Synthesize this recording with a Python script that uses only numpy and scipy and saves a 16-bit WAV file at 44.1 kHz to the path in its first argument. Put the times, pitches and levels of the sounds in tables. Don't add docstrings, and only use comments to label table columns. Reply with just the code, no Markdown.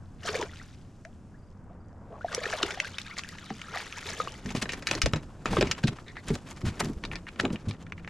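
import sys
import numpy as np
from scipy import signal
from scipy.fft import rfft, irfft, next_fast_len
from scipy.io import wavfile
from scipy.ndimage import map_coordinates

SR = 44100
rng = np.random.default_rng(int(sys.argv[2]) if len(sys.argv) > 2 else 0)


def unload_audio(sound):
    columns = np.transpose(np.atleast_2d(sound))
    steps = np.round(np.clip(columns, -1, 1) * 32767)
    wavfile.write(sys.argv[1], SR, steps.astype(np.int16))


N = 356769
AGE = np.arange(SR // 3) / SR
CLOCK = np.arange(0, N, 32) / SR
SWELL_CYCLES = 1.2

# start in seconds, level in dB, pitch in Hz,
# time for the struck panel to fall 60 dB in seconds.
HULL_BLOWS = [(3.507, -26.5, 219, 0.094), (4.454, -25, 142, 0.2), (4.547, -20, 112, 0.033),
              (4.573, -23.5, 128, 0.058), (4.624, -30, 215, 0.096), (4.777, -30, 256, 0.04),
              (4.956, -28.5, 402, 0.079), (5.036, -20, 59.7, 0.13), (5.062, -16.5, 526, 0.018),
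              (5.07, -21, 129, 0.081), (5.135, -15.5, 111, 0.052), (5.156, -21.5, 155, 0.096),
              (5.519, -22, 115, 0.15), (5.578, -20, 182, 0.093), (5.583, -15.5, 360, 0.081),
              (5.611, -14.5, 540, 0.042), (5.626, -13.5, 380, 0.082), (5.661, -26, 78, 0.11),
              (5.841, -10.5, 145, 0.1), (5.852, -18.5, 297, 0.036), (5.887, -21, 115, 0.072),
              (5.916, -26, 153, 0.072), (6.303, -17, 124, 0.11), (6.332, -22.5, 93.5, 0.072),
              (6.632, -21, 105, 0.22), (6.665, -20, 92, 0.14), (6.826, -24, 209.5, 0.31),
              (6.898, -23, 251, 0.031), (6.965, -27.5, 64, 0.064), (7.433, -17.5, 267, 0.13),
              (7.451, -21, 355, 0.12), (7.507, -21, 176, 0.037), (7.53, -21.5, 221, 0.075),
              (7.671, -20.5, 101.3, 0.14)]
# time in seconds, then the levels of wind, ripples and hiss in dB.
CALM_AIR = [(0, -48.5, -53.5, -71.5), (.7, -54, -75.5, -69), (1.3, -52.5, -63, -72.5),
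            (1.8, -52, -52.5, -79.5), (2.3, -52.5, -54, -71.5), (3.3, -58, -65, -67.5),
            (5.3, -51.5, -51, -67), (7.0, -58, -58.5, -65), (8.09, -51.5, -62, -76.5)]


def amp(db):
    return 10 ** (np.asarray(db) / 20)


def unit(x):
    return x / np.sqrt(np.mean(x ** 2) + 1e-20)


def peaked(x):
    return x / (np.abs(x).max() + 1e-20)


def along(points, hz):
    f, v = np.transpose(points)
    return np.interp(np.log(hz + 1), np.log(f + 1), v)


def curves(rows):
    s, *columns = np.transpose(rows)
    time = np.arange(N) / SR
    return [amp(np.interp(time, s, column, left=-120, right=-120)) for column in columns]


def wobble(rate, size=N):
    knots = rng.standard_normal(int(size * rate / SR) + 4)
    return map_coordinates(knots, [np.arange(size) * rate / SR])


def filtered(x, response):
    n = x.shape[-1]
    m = next_fast_len(n + SR // 8)
    return irfft(rfft(x, m) * response(np.fft.rfftfreq(m, 1 / SR)), m)[..., :n]


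def colour(x, points):
    return unit(filtered(x, lambda hz: amp(along(points, hz))))


def band(x, centre_hz, q):
    return unit(filtered(x, lambda hz: 1 / (1 + (q * (hz / centre_hz - centre_hz / (hz + 1))) ** 2)))


def white(size=len(AGE)):
    return rng.standard_normal(size)


def fade(t60, attack):
    decay = np.exp(-np.log(1000) * AGE / max(t60, 1e-3))
    return decay * (1 - np.exp(-AGE / attack))


def add(track, s, sound):
    part = track[max(round(s * SR), 0):][:len(sound)]
    part += sound[:len(part)]


def swell(s, hold, rise, fall):
    before = np.maximum(s - CLOCK, 0) / max(rise, 1e-3)
    after = np.maximum(CLOCK - s - hold, 0) / max(fall, 1e-3)
    return amp(-20 * (before + after))


def together(envelopes):
    return np.interp(np.arange(N) / SR, CLOCK, np.linalg.norm(envelopes, axis=0))


def bubbles(rate, low_hz, high_hz, cycles, rise, spread_db, swell_cycles=SWELL_CYCLES):
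    when, pitch, life, bulk = rng.random((int(rate * N / SR), 4)).T[:, :, None]
    hz = low_hz * (high_hz / low_hz) ** pitch
    t60 = cycles * (.25 + life) / hz
    t = np.arange(int(cycles / low_hz * SR)) / SR
    envelope = np.exp(-np.log(1000) * t / t60) * (1 - np.exp(-t * hz / swell_cycles))
    ring = envelope * np.sin(2 * np.pi * hz * t * (1 + rise * t / t60 / 2))
    sizes = amp(spread_db * bulk ** 5)
    places = (when * N).astype(int) + np.arange(len(t))
    return unit(np.bincount(places.ravel(), (sizes * ring).ravel(), N)[:N])


def ticks(rate, low_hz, high_hz, spread_db):
    return bubbles(rate, low_hz, high_hz, cycles=9, rise=0, spread_db=spread_db, swell_cycles=.5)


def grains(rate, spread_db):
    when, bulk, side = rng.random((int(rate * N / SR), 3)).T
    sizes = np.sign(side - .5) * amp(spread_db * bulk ** 4)
    return unit(np.bincount((when * N).astype(int), sizes, N))


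def ringing(modes, stretch, detune):
    ring = 0
    for hz, level, life in modes:
        phase = 2 * np.pi * (hz * rng.normal(1, detune) * AGE + rng.random())
        ring = ring + amp(level + rng.normal(0, 4.5)) * np.sin(phase) * fade(life * stretch, 0.00019)
    return ring / np.std(ring[:SR // 200])


def stirring():
    # time of the crest in seconds, strength in dB,
    # deep churn and spray in dB relative to it, seconds to die by 20 dB (tiny or negative: almost at once).
    crests = [(0.286, -31.5, -6, -2.5, 0.0572), (0.354, -37, 4.5, 0, 0.0659),
              (0.415, -38, 7.5, -3.5, 0.0529), (.5, -47, -6, -18, -0.05), (.57, -56.5, -15, -1, 0.28),
              (.615, -61, -20, 1, 0.31), (1.71, -72, 17, -23, 0.1), (2.219, -43, -4, -15, -0.01),
              (2.348, -39, -2, -7.5, 0.126), (2.415, -49, 2, -12, 0.0654), (2.459, -39, -2.5, -2, 0.127),
              (2.538, -37.5, -0.5, -2.5, 0.0969), (2.58, -44.5, 1, -13, 0), (2.629, -37, -1, -3.5, 0.0877),
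              (2.68, -40, -3, -5.5, .24), (2.799, -46.5, 10, -15, -0.24), (2.865, -45, -9.5, -3.5, 0.12),
              (3.185, -36.5, -9.5, 6, 0.0163), (3.29, -41.5, -18, 10, -0.5227), (3.766, -32, -6, -10, 0.07),
              (3.82, -47.5, 0, 4, 0.14), (3.931, -44, -24.5, 12.5, -0.0048), (3.975, -41, -10, 0, 0.03),
              (4.089, -38.5, -2, 1.5, 0.0936), (4.155, -48.5, -4, 3, -0.07), (4.22, -46, 1.5, 2, 0.25),
              (4.283, -45, -12, 8, -0.12)]
    rise_share = 0.91
    shower = amp(-51.5) * swell(2.317, hold=1.84, rise=0.1, fall=0.16)
    swirl = amp(-45.5) * swell(2.124, hold=0.059, rise=0.18, fall=0.043)
    churn, fizz, spray = [swirl, amp(-14) * shower], [shower], [amp(-2.5) * shower]
    for s, db, churn_db, spray_db, length in crests:
        crest = amp(db) * swell(s, 0, rise_share * length, length)
        churn.append(amp(churn_db) * crest)
        fizz.append(crest)
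        spray.append(amp(spray_db) * crest)
    return together(churn), together(fizz), together(spray)


def splashing():
    # pitch in Hz, level in dB.
    spray_tone = [(900, -29), (1600, -2), (3000, -8), (4500, -3.5), (6660, -2), (8310, -7), (9890, -7),
                  (13000, -5.5), (15400, -33)]
    churn, fizz, spray = stirring()
    clumps = unit(amp(2.1 * wobble(90)))
    large = bubbles(rate=280, low_hz=380, high_hz=1150, cycles=26, rise=.25, spread_db=6)
    small = bubbles(rate=330, low_hz=1100, high_hz=3600, cycles=48, rise=.4, spread_db=11)
    droplets = bubbles(rate=550, low_hz=3000, high_hz=7000, cycles=48, rise=.3, spread_db=11)
    drips = bubbles(rate=75, low_hz=1200, high_hz=3400, cycles=100, rise=.65, spread_db=4)
    wash = band(white(N), 540, q=0.73)
    froth = band(ticks(rate=1600, low_hz=700, high_hz=6000, spread_db=18), 2100, q=0.45)
    drops = ticks(rate=1300, low_hz=2000, high_hz=13000, spread_db=16)
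    patter = colour(.5 * grains(420, 15) + drops, spray_tone)
    body = large + amp(-7) * wash
    trickle = small + amp(-1) * drips + amp(-2) * froth
    shower = amp(-3) * droplets + amp(-0.5) * patter
    return amp(-3.0) * churn * body + clumps * (amp(-4.0) * fizz * trickle + spray * shower)


def gulps():
    # start in seconds, level in dB,
    # starting pitch in Hz, time to fall 60 dB in seconds.
    notes = [(.250, -34, 652, 0.071), (0.28, -30, 1540, 0.025), (0.289, -31, 398, 0.12),
             (0.344, -28, 1670, 0.02), (.352, -26.5, 513, 0.037), (0.393, -30, 360, 0.039),
             (0.413, -26.5, 904, 0.032), (0.428, -25.5, 390, 0.04), (0.494, -42, 1840, .02),
             (.533, -39, 1400, .018), (.598, -39.5, 1820, 0.033), (.614, -36, 1410, .014),
             (1.051, -43.5, 624, 0.12), (1.342, -55, 1560, 0.087), (1.70, -50, 643, 0.14),
             (2.209, -37, 1350, 0.073), (2.245, -19.5, 672, 0.032), (2.283, -33.5, 1530, 0.03),
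             (2.33, -32, 1140, 0.042), (2.378, -24, 476, 0.033), (2.389, -34, 1580, 0.03),
             (2.415, -33, 586, 0.07), (2.441, -31, 1280, 0.025), (2.455, -21.5, 1710, 0.02),
             (2.464, -30, 1280, 0.025), (2.463, -27.5, 440, 0.03), (2.487, -42, 600, 0.054),
             (2.531, -18, 1600, 0.0094), (2.534, -26, 655, 0.042), (2.546, -31, 580, 0.031),
             (2.559, -39, 2180, 0.02), (2.601, -35, 1080, 0.04), (2.611, -31.5, 673, 0.035),
             (2.631, -16.5, 1280, 0.0095), (2.634, -22.5, 346, 0.024), (2.647, -29.5, 395, 0.042),
             (2.66, -34, 2700, 0.018), (2.773, -32, 733, 0.047), (2.805, -39, 573, 0.082),
             (2.846, -29, 1480, 0.042), (2.942, -38, 2900, 0.058), (3.01, -47, 1170, 0.032),
             (3.048, -44, 2320, 0.023), (3.061, -40.5, 1520, 0.055), (3.073, -41, 2180, 0.035),
             (3.079, -40, 1240, .03), (3.097, -41.5, 1110, 0.045), (3.11, -34.5, 2010, 0.048),
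             (3.124, -41, 1330, 0.045), (3.133, -43, 2180, 0.033), (3.189, -34, 1100, 0.032),
             (3.246, -39, 1700, 0.03), (3.292, -39, 1810, 0.033), (3.385, -46, 1760, 0.037),
             (3.459, -41, 3570, 0.023), (3.475, -47, 3430, 0.018), (3.683, -35.5, 1270, 0.035),
             (3.738, -29, 1330, 0.019), (3.746, -31, 1900, 0.02), (3.751, -33, 1090, 0.024),
             (3.760, -27, 720, 0.02), (3.772, -29, 1820, 0.025), (3.8, -41, 1830, 0.03),
             (3.809, -39, 1090, .025), (3.926, -39, 2380, 0.027), (3.975, -35, 920, 0.034),
             (4.056, -41, 1410, 0.02), (4.12, -45, 3100, 0.02), (4.228, -40, 3500, .02),
             (4.281, -33, 2670, 0.028), (4.35, -43, 1890, 0.031)]
    rise_per_cycle = 0.0084
    out = np.zeros(N)
    for s, db, hz, t60 in notes:
        climb = rise_per_cycle * hz * np.minimum(AGE, 2 * t60) / 2
        phase = 2 * np.pi * hz * AGE * (1 + climb)
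        envelope = fade(t60, 0.00081) * (1 - np.exp(-(AGE * hz / SWELL_CYCLES) ** 2))
        add(out, s, amp(db) * peaked(envelope) * np.sin(phase))
    return out


def slaps():
    # start in seconds, level in dB,
    # centre of the snap and starting pitch of the bubble in Hz.
    hits = [(0.287, -21.5, 2050), (0.427, -23.5, 1680), (.558, -37, 3100), (0.57, -38, 2610),
            (1.0504, -33, 2030), (2.327, -25, 1670), (2.3476, -13.5, 5830), (2.458, -24, 2280),
            (2.5272, -20, 1770), (2.6284, -16.5, 3960), (2.631, -12, 3160), (2.7069, -20.5, 2120),
            (2.801, -11, 2270), (2.846, -27.5, 2330), (2.8708, -30, 2070), (2.9833, -20, 2640),
            (3.016, -27, 3570), (3.0647, -35, 3580), (3.081, -34, 3600), (3.168, -30, 1400),
            (3.1788, -28, 1590), (3.192, -20, 2100), (3.236, -29, 2580), (3.3848, -32, 2170),
            (3.503, -30, 1700), (3.616, -25.5, 2120), (3.748, -33, 1310), (3.7726, -23, 2080),
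            (3.9252, -28, 2580), (3.991, -33, 2270), (4.0281, -33, 1770), (4.0564, -31, 2010),
            (4.071, -34, 3000), (4.096, -35.5, 2600), (4.2176, -29, 2020), (4.321, -33, 5000),
            (4.3413, -30.5, 2330)]
    slap_t60, ping_t60 = 0.015, 0.0085
    out = np.zeros(N)
    for s, db, hz in hits:
        snap = peaked(band(white(), hz, q=1.34) * fade(slap_t60, 0.00013))
        spit = peaked(band(white(), 5870, q=2.7) * fade(slap_t60, 0.00037))
        ping = np.sin(2 * np.pi * hz * AGE * (1 + 6 * AGE)) * fade(ping_t60, 0.00038)
        add(out, s, amp(db + 0.5) * (snap + amp(-12.5) * spit + amp(-2.0) * ping))
    return out


def clacks():
    # start in seconds, level in dB,
    # treble in dB, knock in dB, base ring time in seconds.
    contacts = [(4.459, -24.5, -3.5, -11.5, 0.048), (4.5041, -25.5, -2.5, -8.5, 0.041),
                (4.5498, -26, -2, 3.5, 0.069), (4.6258, -23, 1.5, -4.5, 0.055),
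                (4.656, -24, -24, -7, 0.049), (4.692, -17, -13, -20, 0.12), (4.7202, -24, -2, -13, 0.08),
                (4.7334, -19.5, -4, -13.5, 0.056), (4.8236, -28.5, -7, -6.5, 0.087),
                (4.87, -10, -3.5, -30, 0.067), (4.887, -18.5, -9, -21, 0.077),
                (4.912, -9, -0.5, -13.5, 0.03), (4.951, -23.5, 4, -4.5, 0.046),
                (5.017, -9.5, -0.5, -33, 0.067), (5.0315, -21.5, -3, -18, 0.064),
                (5.0592, -13.5, -2, -8.5, 0.065), (5.1344, -11.5, -4, -12.5, 0.021),
                (5.146, -28, -24, -16, .08), (5.1591, -25.5, -7, -2, 0.12), (5.457, -17, -14.5, -6.5, 0.1),
                (5.5302, -24.5, -20, 4.5, 0.032), (5.5693, -18.5, -31, 0.5, 0.082),
                (5.6099, -11.5, -5, -5.5, 0.053), (5.6257, -11, -29, -7, 0.023), (5.67, -26, -7, -16, 0.15),
                (5.7126, -8.5, -4, -25, 0.061), (5.837, -16.5, -14, -12, 0.06), (5.88, -19, -3, -33, 0.024),
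                (6.342, -30.5, 6, -7, 0.015), (6.3529, -27, 6, -3, 0.02), (6.805, -15, -25, -6.5, 0.084),
                (7.398, -14.5, -16, -13.5, 0.035), (7.4085, -27, 7, -9, 0.033),
                (7.4524, -14.5, -31, -5, 0.027), (7.503, -33.5, -19, 0, 0.042)]
    # pitch in Hz, level in dB, ring time in seconds before scaling.
    frame_modes = [(1307, -1, 0.057), (1560, 1.5, 0.071), (1816, 9, 0.036), (2237, 2.5, 0.05),
                   (2480, 8.5, 0.026), (2913, 9, 0.025), (3420, -1, 0.056), (3895, 4, 0.042),
                   (4500, -6, 0.023), (4950, -3, 0.034), (5230, -16, 0.033), (6200, -31, 0.016),
                   (6890, -5, 0.05), (7540, -5.5, 0.046)]
    # pitch in Hz, level in dB.
    crack_tone = [(2500, -25), (4200, 3), (6500, 0.5), (8000, -11), (11000, -14.5), (15000, -21)]
    bounce_s, bounce_db = .016, -22
    chatter_db, chatter_loss_db = -34.5, -9
    brush_db, brush_per_knock = -18, 0.41
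    out = np.zeros(N)
    for s, db, treble_db, knock_db, t60 in contacts:
        ring = ringing(frame_modes, np.sqrt(t60 / 0.14), detune=0.0084)
        contact_hz = 2100 * np.exp(rng.normal(0, 0.25))
        clatter = band(white(), contact_hz, q=2.0) * fade(t60 * 0.88, 0.0023)
        crack = colour(white(), crack_tone) * fade(t60 * 0.5, 0.00032)
        knock = peaked(band(white(), 418, q=0.58) * fade(0.059, 0.00047))
        metal = amp(-13) * ring + amp(-12.5) * clatter + amp(treble_db - 6.0) * crack
        blow = amp(db) * (metal + amp(knock_db) * knock)
        add(out, s, blow)
        add(out, s + bounce_s * rng.uniform(.7, 1.5), amp(bounce_db) * blow)
        for k in range(2):
            late = (k + 2) * bounce_s * rng.uniform(.8, 1.2)
            add(out, s + late, amp(db + chatter_db + k * chatter_loss_db) * ring)
        brush = band(white(), 2700, q=0.18) * fade(0.053, 0.02)
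        add(out, s - .012, amp(db + brush_db + brush_per_knock * knock_db) * brush)
    return out


def thumps():
    # typical pitch in Hz, typical level in dB.
    hull_modes = [(62, 1), (105, -1), (135, 4), (172, 2.5), (225, 7), (275, 3), (340, 0), (405, 6),
                  (515, -8.5), (610, -8)]
    out = np.zeros(N)
    for s, db, hz, t60 in HULL_BLOWS:
        panel = np.sin(2 * np.pi * hz * AGE) * fade(t60, 0.00086)
        shell = 0
        for mode, level in hull_modes:
            distance_db = 8.6 * abs(np.log2(mode / hz))
            phase = 2 * np.pi * (mode * rng.normal(1, 0.0735) * AGE + rng.random())
            shell = shell + amp(level + rng.normal(0, 2.1) - distance_db) * np.sin(phase)
        blow = amp(-1.0) * panel + amp(-6) * shell * fade(t60 * 1.12, 0.0022)
        add(out, s, amp(db - 2.5) * peaked(blow))
    return out


def jolt():
    out = np.zeros(N)
    add(out, 5.036, amp(-19) * np.cos(2 * np.pi * 61.5 * AGE) * fade(0.12, 0.0028))
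    return np.array([out, -out])


def knocks():
    # start in seconds, level in dB,
    # base pitch in Hz, time to fall 60 dB in seconds.
    handle_blows = [(3.505, -40, 777, 0.043), (4.201, -28.5, 1250, 0.053), (4.274, -31, 1136, 0.017),
                    (5.457, -23.5, 1280, 0.011), (5.568, -24.5, 1160, 0.022), (6.304, -31, 399, 0.062),
                    (7.398, -21.5, 1700, 0.013)]
    # multiple of the base pitch, level in dB.
    handle_notes = [(0.411, -0.5), (0.998, 12), (1.12, -28), (1.78, -28), (2.55, -40)]
    out = np.zeros(N)
    for s, db, hz, t60 in handle_blows:
        ring = sum(amp(level) * np.sin(2 * np.pi * hz * ratio * AGE) for ratio, level in handle_notes)
        add(out, s, amp(db) * (ring + 0.5 * band(white(), 1050, q=0.36)) * fade(t60, 0.00046))
    return out


def clicks():
    # start in seconds, level in dB, centre of the tick in Hz.
    click_rows = [(5.986, -31.5, 1300), (6.082, -32, 3930), (6.156, -35, 2100), (6.168, -27.5, 1750),
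                  (6.488, -37, 6600), (6.515, -47, 7040), (6.563, -38, 5000), (7.0379, -19.5, 2920),
                  (7.051, -21, 4170), (7.1148, -22.5, 2360), (7.133, -26, 1970), (7.1558, -21, 4320),
                  (7.1623, -27.5, 2450), (7.2682, -28.5, 1740), (7.3593, -36.5, 2450), (7.558, -25.5, 2640),
                  (7.71, -23.5, 3680), (7.747, -37, 1890), (7.866, -35, 1810), (7.922, -24, 2140),
                  (7.979, -34, 1960), (7.996, -38, 1900), (8.047, -30.5, 1980), (8.076, -26, 2040)]
    # pitch in Hz, level in dB, free ring time in seconds.
    reel_modes = [(1400, 1, 0.04), (1800, 5, 0.058), (2345, 10, 0.022), (2820, 3, 0.018), (3560, -6, 0.033),
                  (3820, -25, .035), (6000, -9, 0.026)]
    tick_t60, damping = 0.021, 0.75
    rattle_gap_s, rattle_loss_db = 0.0089, -15
    out = np.zeros(N)
    for s, db, hz in click_rows:
        for k in range(3):
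            noise = band(white(), hz, q=2.17) + amp(-6.5) * band(white(), 950, q=1.0)
            tick = peaked(noise * fade(tick_t60, 0.00015))
            ring = ringing(reel_modes, damping, detune=0.0082)
            late = k * rattle_gap_s * rng.uniform(0.85, 0.97)
            add(out, s + late, amp(db + k * rattle_loss_db) * (amp(-2.5) * tick + amp(-16.0) * ring))
    return out


def squeaks(count=9):
    # start in seconds, level in dB, typical pitch in Hz.
    turns = [(6.056, -40.5, 1950), (6.146, -41.5, 1920)]
    squeak_s, slip_t60 = 0.062, 0.036
    slip_q, scatter = 5.5, .045
    overtone_ratio, overtone_db = 2.03, -9
    out = np.zeros(N)
    for s, db, hz in turns:
        for k in range(count):
            progress = (k + rng.random()) / count
            low = band(white(), hz * np.exp(rng.normal(0, scatter)), q=slip_q)
            high = band(white(), hz * overtone_ratio * np.exp(rng.normal(0, scatter)), q=slip_q)
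            slip = (low + amp(overtone_db) * high) * fade(slip_t60, 0.00062)
            add(out, s + progress * squeak_s, amp(db) * np.sin(np.pi * progress) * slip)
    return out


def rub(hz, q, length):
    slips = white() * amp(12 * rng.random(len(AGE)) + 3.5 * wobble(260, size=len(AGE)))
    progress = (AGE / length * 2.4) ** 2
    return amp(-1.0) * progress * np.exp(1 - progress) * band(slips, hz, q=q)


def scrapes():
    # start in seconds, level in dB, centre in Hz,
    # length in seconds, sharpness of the resonance (q).
    strokes = [(4.476, -42, 2100, 0.04, 0.7), (4.541, -33.5, 2540, 0.065, 0.55),
               (4.611, -28.5, 2360, 0.032, 0.55), (4.902, -33, 1500, 0.035, 0.25),
               (5.488, -36, 2240, 0.12, 0.38), (5.573, -37, 2600, 0.032, 1.1),
               (5.612, -28, 1000, 0.024, 0.54), (5.825, -42, 1500, 0.03, 0.46),
               (5.862, -34, 3030, 0.039, 1), (6.274, -39.5, 2020, 0.043, 0.6),
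               (6.318, -39.5, 3040, 0.056, 0.33), (6.643, -34, 1510, 0.077, 0.34),
               (6.792, -28, 1700, 0.028, 0.22), (6.809, -42, 806, 0.068, 0.43),
               (7.137, -46, 2070, 0.027, 4.1), (7.266, -41.5, 1870, 0.044, 1.05),
               (7.389, -26.5, 1830, 0.033, 0.83), (7.433, -31, 450, 0.043, 0.64),
               (7.492, -50, 1100, 0.024, 1), (7.515, -45.5, 3900, 0.045, 0.55),
               (7.678, -41.5, 3450, 0.036, 0.67)]
    out = np.zeros(N)
    for s, db, hz, length, q in strokes:
        add(out, s, amp(db) * rub(hz, q, length))
    return out


def rubbing():
    # start in seconds, length in seconds,
    # then the levels of rumble, scrape and rustle in dB.
    drag_rows = [(4.477, 0.34, -46.5, -44.5, -54.5), (4.912, 0.076, -43, -41.5, -57),
                 (5.042, 0.14, -53, -55.5, -77), (5.495, .19, -33.5, -43.5, -68),
                 (5.75, 0.23, -56, -52.5, -73), (6.292, 0.021, -40, -45, -51), (6.467, 0.13, -54, -56, -62),
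                 (6.623, 0.16, -47, -50, -63), (6.816, 0.094, -39, -52.5, -58.5),
                 (7.028, 0.13, -43.5, -77, -86), (7.408, 0.12, -37, -49, -67),
                 (7.661, 0.039, -41.5, -53.5, -66)]
    rise_s, fade_s = 0.052, 0.082
    shudder_db, shudder_rise_s, shudder_fade_s = -25.5, 0.0047, 0.13
    fidget = swell(4, N / SR, rise_s, fade_s)
    rumble, scrape, rustle = [amp(-52.5) * fidget], [amp(-60.5) * fidget], [amp(-74) * fidget]
    for s, length, rumble_db, scrape_db, rustle_db in drag_rows:
        stroke = swell(s, length, rise_s, fade_s)
        rumble.append(amp(rumble_db) * stroke)
        scrape.append(amp(scrape_db) * stroke)
        rustle.append(amp(rustle_db) * stroke)
    for s, db, _, _ in HULL_BLOWS:
        shudder = swell(s + shudder_rise_s, 0, shudder_rise_s, shudder_fade_s)
        rumble.append(amp(db + shudder_db) * shudder)
    return together(rumble), together(scrape), together(rustle)


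def dragging():
    # pitch in Hz, level in dB.
    deck_tone = [(15, -26), (30, 4.5), (70, -1), (120, 1), (220, 0), (380, -4.5), (520, -10.5),
                 (800, -19.5), (1200, -18.5), (2000, -38), (4000, -67)]
    mesh_tone = [(1760, -42), (3000, -18.5), (7450, -5.5), (8310, -15), (9520, -9.5), (13200, -6),
                 (14500, -24), (15400, -40)]
    rumble, scrape, rustle = rubbing()
    slips = amp(6.1 * wobble(60))
    low = amp(-0.5) * rumble * colour(grains(900, 8.2), deck_tone)
    middle = amp(-3.5) * scrape * band(grains(2500, 5.9), 1060, q=0.4)
    catches = ticks(rate=1500, low_hz=2400, high_hz=12500, spread_db=15)
    return low + slips * (middle + rustle * colour(catches, mesh_tone))


def lake():
    # pitch in Hz, level in dB.
    lake_tone = [(20, -3.5), (60, -4), (110, -4.5), (190, 0), (260, -5.5), (440, -14.5), (800, -19),
                 (1500, -24), (2200, -33.5), (3500, -55), (9000, -65)]
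    hiss_tone = [(1500, -29), (2500, 4.5), (4000, -1.5), (5000, 2), (7500, 2), (9500, -4), (12000, -3.5),
                 (15000, -19)]
    # time in seconds, level in dB before it wavers.
    hum_level = [(0, -71.5), (6.3, -79), (7.8, -49.5), (8.09, -46.5)]
    _, ripple, hiss = curves(CALM_AIR)
    murmur = amp(-52 + wobble(21)) * colour(white(N), lake_tone)
    lapping = bubbles(rate=600, low_hz=500, high_hz=1700, cycles=12, rise=.2, spread_db=4)
    laps = amp(-9.0 + 1.7 * wobble(11)) * ripple * lapping
    pops = ticks(rate=130, low_hz=3100, high_hz=11000, spread_db=19)
    fizz = hiss * (colour(white(N), hiss_tone) + 0.5 * colour(pops, hiss_tone))
    phase = 2 * np.pi * np.cumsum(165 + 3 * wobble(11)) / SR
    hum = curves(hum_level)[0] * amp(1.4 * wobble(30)) * np.sin(phase)
    return murmur + laps + fizz + hum


def breeze():
    # pitch in Hz, level in dB.
    wind_tone = [(12, -35), (22, 2), (55, -14), (88, 9.5), (125, -2.5), (200, -10.5), (500, -49),
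                 (2000, -93)]
    buffet = band(white((2, N)), 38, q=.8) * amp(2 * wobble(6))
    gusts = curves(CALM_AIR)[0] * amp(-1.0 + wobble(32))
    return gusts * (colour(white(N), wind_tone) + 0.37 * buffet)


def bird():
    # start of the first note in seconds, peak level in dB.
    runs = [(1.38, -72), (1.797, -74)]
    top_hz, arch_hz = 4830, 350
    note_s, gap_s = 0.027, 0.041
    out = np.zeros(N)
    arch = np.sin(np.pi * np.minimum(AGE / note_s, 1))
    note = arch * np.sin(2 * np.pi * np.cumsum(top_hz - arch_hz * (1 - arch)) / SR)
    for s, db in runs:
        for k in range(3):
            add(out, s + k * gap_s, amp(db) * note)
    return out


def surroundings(x, wet_db, t60):
    tail = band(white(), 1830, q=0.14) * fade(t60, 0.0042)
    return x + amp(wet_db) * signal.fftconvolve(x, tail / np.linalg.norm(tail))[:N]


def place(x, left_db):
    # pitch in Hz, side level in dB before mixing.
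    width = [(30, -38), (70, -46), (130, -84), (300, -29), (600, -36), (1300, -12.5), (2800, -13),
             (5000, -7.5), (11000, -7)]
    scatter = white() * fade(.09, .002)
    diffuse = signal.fftconvolve(x, scatter / np.linalg.norm(scatter))[:N]
    side = filtered(.33 * x + .72 * diffuse, lambda hz: 1j * amp(along(width, hz)))
    shadow = filtered(x, lambda hz: (amp(left_db / 2) - 1) / (1 + (800 / (hz + 1)) ** 4))
    return np.array([x + side + shadow, x - side - shadow])


def plunge():
    # pitch in Hz, level in dB.
    rush_tone = [(200, -25), (400, -2), (700, 0), (1100, -2), (1800, 1), (2600, -2), (4000, -6),
                 (7000, -13), (10000, -21), (15000, -30)]
    start_s, sag_db_per_s = .272, 26
    sag = amp(-sag_db_per_s * np.maximum(CLOCK - start_s, 0))
    push = together([sag * swell(start_s, hold=.16, rise=.035, fall=.075)])
    return amp(-30.5) * push * colour(grains(20000, 7), rush_tone)


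def scene():
    water = surroundings(splashing() + gulps() + slaps(), wet_db=-19, t60=0.1)
    blows = clacks() + thumps() + knocks() + clicks()
    rubs = squeaks() + scrapes() + dragging()
    deck = surroundings(blows + rubs, wet_db=-33.0, t60=0.23)
    return place(water, left_db=1.7) + place(deck + lake() + bird(), left_db=1.1) + jolt() + breeze()


def record(dry):
    # pitch in Hz, level in dB.
    microphone_tone = [(20, 3.5), (6800, -2.5), (8200, -3), (9500, -3.5), (12000, -12), (14500, -17),
                       (15400, -32)]
    top_hz = 15400
    return filtered(dry, lambda hz: amp(along(microphone_tone, hz)) * (hz < top_hz))


dry = scene()
out = record(dry)
unload_audio(out)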